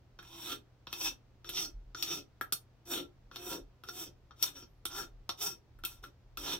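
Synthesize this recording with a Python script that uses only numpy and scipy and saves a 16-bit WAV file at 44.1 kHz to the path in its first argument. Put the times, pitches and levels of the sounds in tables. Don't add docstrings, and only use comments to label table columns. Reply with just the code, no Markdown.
import sys
import numpy as np
from scipy import signal
from scipy.fft import rfft, irfft, next_fast_len
from scipy.io import wavfile
from scipy.ndimage import uniform_filter1d

SR = 44100
rng = np.random.default_rng(int(sys.argv[2]) if len(sys.argv) > 2 else 0)


def wav_out(sig):
    wavfile.write(sys.argv[1], SR, np.round(np.clip(np.atleast_2d(sig).T, -1, 1) * 32767).astype(np.int16))


N = 290619

# (time [s], blow [dB], handle knock [dB], crack [dB], blade modes struck best [Hz], handle modes struck best [Hz])
LANDINGS = [(0.1886, -35.5, -3, -36, 2530, 1280), (0.2259, -51.5, 4, -16, 2570, 1420),
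            (0.869, -32.5, -2, -41, 2400, 1260), (0.927, -22.5, -16.5, -25.5, 2570, 1299),
            (1.4447, -40, -0.5, -34, 3300, 1260), (1.491, -27.5, -13, -20.5, 2560, 1400),
            (1.9468, -33.5, -2.5, -35, 4860, 1510), (2.0243, -22, -53.5, -19, 4238, 1310),
            (2.411, -33.5, 10.5, -15, 3230, 1590), (2.523, -21, -12, -12, 4330, 1380),
            (2.856, -67, -16, -33, 3210, 1302), (3.3129, -44, 2, -38, 3000, 1400),
            (3.3592, -31.5, -8, -23.5, 3960, 1350), (3.836, -42.5, 4.5, -22, 3240, 1350),
            (3.887, -31.5, -3, -23.5, 4456, 1400), (4.308, -49, 6, -50, 3240, 1300),
            (4.4255, -14.5, -34, -20, 6738, 1380), (4.8528, -27.5, -7.5, -11.5, 3802, 1253),
            (5.291, -25, -8, -24, 3650, 1101), (5.7877, -58, 5, -18, 2444, 1600),
            (5.836, -32, -4.5, -23.5, 3200, 1301), (5.8491, -24, -38, -15, 2650, 1250),
            (6.0382, -41.5, 4.5, -19.5, 3182, 1340), (6.3718, -28, -10.5, -20.5, 2570, 1330)]


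def amp(db):
    return 10 ** (np.asarray(db) / 20)


def evened(x):
    return x / np.sqrt(np.mean(x ** 2) + 1e-20)


def read(points, hz):
    f, value = np.transpose(points)
    return np.interp(np.log(hz + 1), np.log(f + 1), value)


def coloured(x, points):
    log_gain = np.log(amp(read(points, abs(np.fft.fftfreq(4096, 1 / SR)))))
    spectrum = np.exp(np.conj(signal.hilbert(log_gain)))
    taps = np.fft.ifft(spectrum).real[:2048]
    return signal.oaconvolve(x, taps / np.linalg.norm(taps))[:N]


def ring(x, hz, width):
    r = np.exp(-np.pi * width / SR)
    pole = r * np.exp(2j * np.pi * hz / SR)
    gain = 2 * (1 - r) * np.sqrt(1 - r ** 2)
    return gain * signal.lfilter([1], np.poly([pole, pole]), x).imag


def drift(per_s):
    knots = rng.standard_normal(int(N / SR * 100) + 2)
    return np.interp(np.arange(N) / SR * per_s, np.arange(len(knots)), knots)


def rasp():
    push = push_controls()
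    cut_db, growl_db, hiss_db, rows_hz, _, _ = push
    turn = 2 * np.pi * np.cumsum(rows_hz * (1 + 0.03144 * drift(50))) / SR
    teeth = tooth_force(turn)
    out = ringing_bodies(push, teeth)
    out += growl(cut_db, growl_db, turn) + torn_fibres(cut_db, hiss_db, teeth)
    return signal.sosfilt(signal.butter(2, 150, "high", fs=SR, output="sos"), out)


def push_controls():
    # (start [s], rise [s], fall [s], first cut [dB], full cut [dB], growl [dB], fibre hiss [dB],
    #  handle knock [dB], blade tilt [dB per octave], tooth rows at the start [Hz], at full pressure [Hz])
    strokes = [(0.204, 0.3, 0.091, -64, -40.5, -9.5, -2, -9, -7, 365, 302),
               (0.883, .16, 0.094, -63.5, -32, -18.5, -3, -11.5, -3, 341.7, 323),
               (1.451, .15, 0.11, -56, -35, -14.5, -4, -14.5, 5.5, 346, 362),
               (1.96, .17, 0.11, -50.5, -39, -13.5, -3.5, -11, 1.5, 344.9, 340),
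               (2.854, 0.064, 0.14, -60, -37.5, -7, 1.5, -8, -1.5, 348, 352),
               (3.32, 0.18, 0.12, -61.5, -38.5, -7, -1.5, -9, -4.5, 332, 360),
               (3.852, 0.15, 0.1, -62, -40.5, -8.5, -0.5, -11, -1, 371, 364),
               (4.361, 0.077, .11, -75.5, -41.5, -14, 1.5, -9.5, -2.5, 344.4, 330),
               (4.53, 0.044, 0.091, -60.5, -49, -10.5, -6, -8.5, -1.5, 299.8, 277),
               (4.873, 0.1105, 0.0894, -62, -39, -12, -1.5, -2, 1.5, 209.5, 423),
               (5.373, 0.053, 0.14, -58.5, -34.5, -17.5, 1, -12, 0.5, 291, 450),
               (5.854, 0.017, 0.16, -51, -51, -24, 0.5, -10, -3, 319, 370),
               (6.028, 0.029, .06, -60.5, -62, -1.5, -2, -9, -3, 389.4, 320),
               (6.38, .15, 0.061, -45.5, -38.5, -13, -3, -9, -3, 290.2, 288)]
    touch_s, lift_db = 0.012, -38
    rise_bend, fall_bend = 1.135, 2.1
    growl_leads, growl_stays, hiss_thins = 0.1, 0.57, 0.23
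    slowing = 0.25

    t, out = np.arange(N) / SR, np.zeros((6, N))
    out[0], out[3] = -120, 340
    for start, rise, fall, first_db, full_db, growl_db, hiss_db, knock_db, tilt, first_hz, full_hz in strokes:
        up = np.clip((t - start) / rise, 0, 1)
        down = np.maximum((t - start - rise) / fall, 0)
        cut_db = full_db + (first_db - full_db) * (1 - up) ** rise_bend + lift_db * down ** fall_bend
        cut_db -= 60 * np.maximum(start - t, 0) / touch_s
        under_db = np.minimum(full_db - cut_db, 30)
        growl_now_db = growl_db + np.where(down > 0, growl_stays, growl_leads) * under_db
        hiss_now_db = hiss_db - hiss_thins * under_db
        times = [start, start + rise, start + rise + fall]
        rows_hz = np.interp(t, times, [first_hz, full_hz, full_hz * (1 - slowing)])
        row = np.broadcast_arrays(cut_db, growl_now_db, hiss_now_db, rows_hz, knock_db, tilt)
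        out = np.where(cut_db > out[0], row, out)
    return out


def tooth_force(turn):
    kicks_per_s, chatter_db = 2500, 3.2
    size = amp(1.72 * np.minimum(rng.exponential(1, N), 5))
    bite = size * (rng.random(N) < kicks_per_s / SR) * rng.choice([-1., 1.], N)
    force = evened(bite + 0.12 * rng.standard_normal(N))
    return force * amp(chatter_db * drift(80) + 2.73 * np.cos(turn))


def blows(db, late_s=0.):
    clicks = np.zeros(N)
    clicks[np.round((np.array(LANDINGS)[:, 0] + late_s) * SR).astype(int)] = amp(db)
    return clicks


def ringing_bodies(push, teeth):
    # (frequency [Hz], width [Hz], level [dB])
    sway = [(173.6, 19, -6), (350, 130, 2)]
    handle = [(1020, 247, -12), (1293, 118, -13.5), (1373.3, 46, -9.5), (1567, 200, -13)]
    blade = [(2613, 59, -13), (3209, 27, -13), (3525, 1040, -1.5), (3639, 14, -16.5), (3586, 120, -16.5),
             (4349, 36, -14), (5434, 1100, -1.5), (5586, 30, -7), (5674, 180, -7), (6665, 13, -17)]
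    tip = [(9043, 130, 1.5), (10880, 260, 0.5), (12250, 350, 1), (13490, 450, 4.5)]
    grip_hz = 40
    slide_db, luck_db, side_db = 3.5, 2.5, 3.0

    cut_db, growl_db, hiss_db, _, knock_db, tilt = push
    _, blow_db, tap_knock_db, crack_db, struck_hz, knocked_hz = np.transpose(LANDINGS)
    bodies = (  # modes, rub [dB], landing [dB]
        (sway, growl_db - 5.0, 0.54 * tap_knock_db + 2),
        (handle, knock_db + 1.5, tap_knock_db + 23),
        (blade, -8, 15.5),
        (tip, hiss_db - 29.0, crack_db + 19))
    out = np.zeros((2, N))
    for modes, rub_db, hit_db in bodies:
        stifled = 2.5 if modes is handle else 1.2
        for hz, width, db in modes:
            rub_level_db = cut_db + rub_db + slide_db * drift(12)
            strike_db = blow_db + hit_db + luck_db * rng.standard_normal(len(LANDINGS))
            if modes is blade:
                rub_level_db = rub_level_db + tilt * np.log2(hz / 4200)
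                strike_db = strike_db - 10.8 * abs(np.log2(hz / struck_hz)) - 0.97 * np.log2(width / 60)
            if modes is handle:
                strike_db = strike_db - 25 * abs(np.log2(hz / knocked_hz))
            late = rng.random((2, len(LANDINGS)))
            landing = blows(strike_db, 0.0027 * late[0])
            bounce = blows(strike_db - 7.0, 0.0031 + 0.0095 * late[1])
            rubbed = ring(teeth * amp(rub_level_db), hz, width + grip_hz)
            struck = ring(landing + bounce, hz, stifled * width + grip_hz)
            lean_db = side_db * drift(5) * (modes is not sway)
            out += amp(db + np.array([lean_db, -lean_db])) * (rubbed + struck)
    return out


def growl(cut_db, growl_db, turn):
    unsteady = 1 + 0.56 * drift(40)
    return amp(cut_db + growl_db - 1.9) * unsteady * (np.sin(turn) + 0.29 * np.sin(2 * turn))


def torn_fibres(cut_db, hiss_db, teeth):
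    # (frequency [Hz], relative level [dB per Hz])
    fibres = [(450, -15.5), (700, 2), (1900, -19.5), (3500, -12), (7000, 3.5), (8500, 10.5), (9800, -3.5),
              (11000, 8), (14000, 8), (16000, 4.5)]
    _, blow_db, _, crack_db, _, _ = np.transpose(LANDINGS)
    fall, rise = np.exp(-1 / (np.array([0.007, 0.0008]) * SR))
    crack = signal.lfilter([1 - rise], np.poly([fall, rise]), blows(blow_db + crack_db + 4.5))
    dust = rng.standard_normal(N)
    ears = []
    for _ in range(2):
        own_dust = 1.1 * rng.standard_normal(N)
        hiss = amp(cut_db + hiss_db - 4) * evened(teeth + 2.5 * (dust + own_dust))
        ears.append(coloured(hiss + crack * rng.standard_normal(N), fibres))
    return np.array(ears)


def squeak():
    # (time [s], level [dB], frequency [Hz])
    path = [(4.56, -83, 14060), (4.621, -78, 14200), (4.7, -81, 12230), (4.792, -88.5, 10840)]
    s, db, hz = np.transpose(path)
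    t = np.arange(N) / SR
    fuzz = evened(uniform_filter1d(rng.standard_normal(N), 150))
    phase = 2 * np.pi * np.cumsum(np.interp(t, s, hz)) / SR
    return amp(np.interp(t, s, db, -150, -150)) * fuzz * np.sin(phase)


def walls(x):
    # (frequency [Hz], time to fall 60 dB [s])
    decay = [(250, 0.32), (1500, 0.15), (5000, 0.14), (14000, 0.13)]
    taps = np.zeros((2, SR // 2))
    slots = np.arange(120, SR // 2 - 20, 20)
    at = slots + rng.integers(0, 20, (2, len(slots)))
    np.put_along_axis(taps, at, rng.choice([-1., 1.], at.shape), 1)
    hz, t, z = signal.stft(taps, SR, nperseg=256)
    tail = signal.istft(z * amp(-60 * t / read(decay, hz)[:, None]), SR, nperseg=256)[1]
    tail = signal.sosfilt(signal.butter(2, 420, "high", fs=SR, output="sos"), tail)
    return signal.oaconvolve(x, tail / np.linalg.norm(tail[0]), axes=1)[:, :N]


def room_tone():
    return air_noise() + hum() + rumble() + thumps()


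def air_noise():
    # (frequency [Hz], relative level [dB per Hz])
    air = [(35, -36.5), (60, 6), (124, -4), (207, -9.5), (363, -11.5), (593, -15), (749, -17),
           (1860, -25.5), (5720, -32), (9790, -47), (16000, -40.5)]
    # (frequency [Hz], likeness [0-1])
    likeness = [(60, 0.91), (300, 0.8), (1000, .5), (4000, 0)]
    level_db = -65
    frames, hz = N // 512 + 5, np.fft.rfftfreq(2048, 1 / SR)
    a, b, c, d = rng.standard_normal((4, len(hz), frames))
    same = read(likeness, hz)[:, None]
    left, other = a + 1j * b, c + 1j * d
    right = same * left + np.sqrt(1 - same ** 2) * other
    z = np.array([left, right]) * amp(read(air, hz))[:, None]
    return amp(level_db) * evened(signal.istft(z, nperseg=2048, noverlap=1536)[1][:, :N])


def hum():
    # (frequency [Hz], level [dB])
    tones = [(82, -74.5), (120, -67.5)]
    out = np.zeros(N)
    for hz, db in tones:
        phase = 2 * np.pi * np.cumsum(hz + 2.5 * drift(21)) / SR
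        out += amp(db + 0.93 * drift(4.4)) * np.sqrt(2) * np.sin(phase)
    return out


def rumble():
    level_db = -66.5
    both, apart = (evened(ring(rng.standard_normal(N), 38, 20)) for _ in range(2))
    return (both + 0.208 * np.array([apart, -apart])) * amp(level_db + 5.7 * drift(3.1))


def thumps():
    # (time [s], level [dB])
    bumps = [(1.05, -52), (1.738, -40), (1.85, -46.5), (3.609, -48), (5.982, -51.5), (6.371, -50)]
    t, out = np.arange(SR // 4) / SR, np.zeros(N + SR)
    envelope = np.exp(1 - t / 0.026) * t / 0.034
    bump = np.sqrt(2) * np.sin(2 * np.pi * 40 * t) * envelope
    for s, db in bumps:
        first = round(s * SR)
        out[first:first + len(t)] += amp(db) * bump
    return out[:N]


def scene():
    # (frequency [Hz], left minus right [dB])
    lean_table = [(60, 1), (240, -1), (950, 3.5), (3770, 0.5), (15000, 0.5)]
    lead_s = 55e-6
    work = rasp() + squeak()
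    size = next_fast_len(N)
    hz = np.fft.rfftfreq(size, 1 / SR)
    lean = amp(read(lean_table, hz) / 2) * np.exp(1j * np.pi * hz * lead_s)
    direct = irfft(rfft(work, size) * np.array([lean, 1 / lean]), size)[:, :N]
    return direct + amp(-3.5) * walls(work) + room_tone()


def record(dry):
    low_pass = signal.firwin(255, 15900, window=("kaiser", 9), fs=SR)
    return signal.oaconvolve(dry, low_pass[None], "same")


dry = scene()
out = record(dry)
wav_out(out)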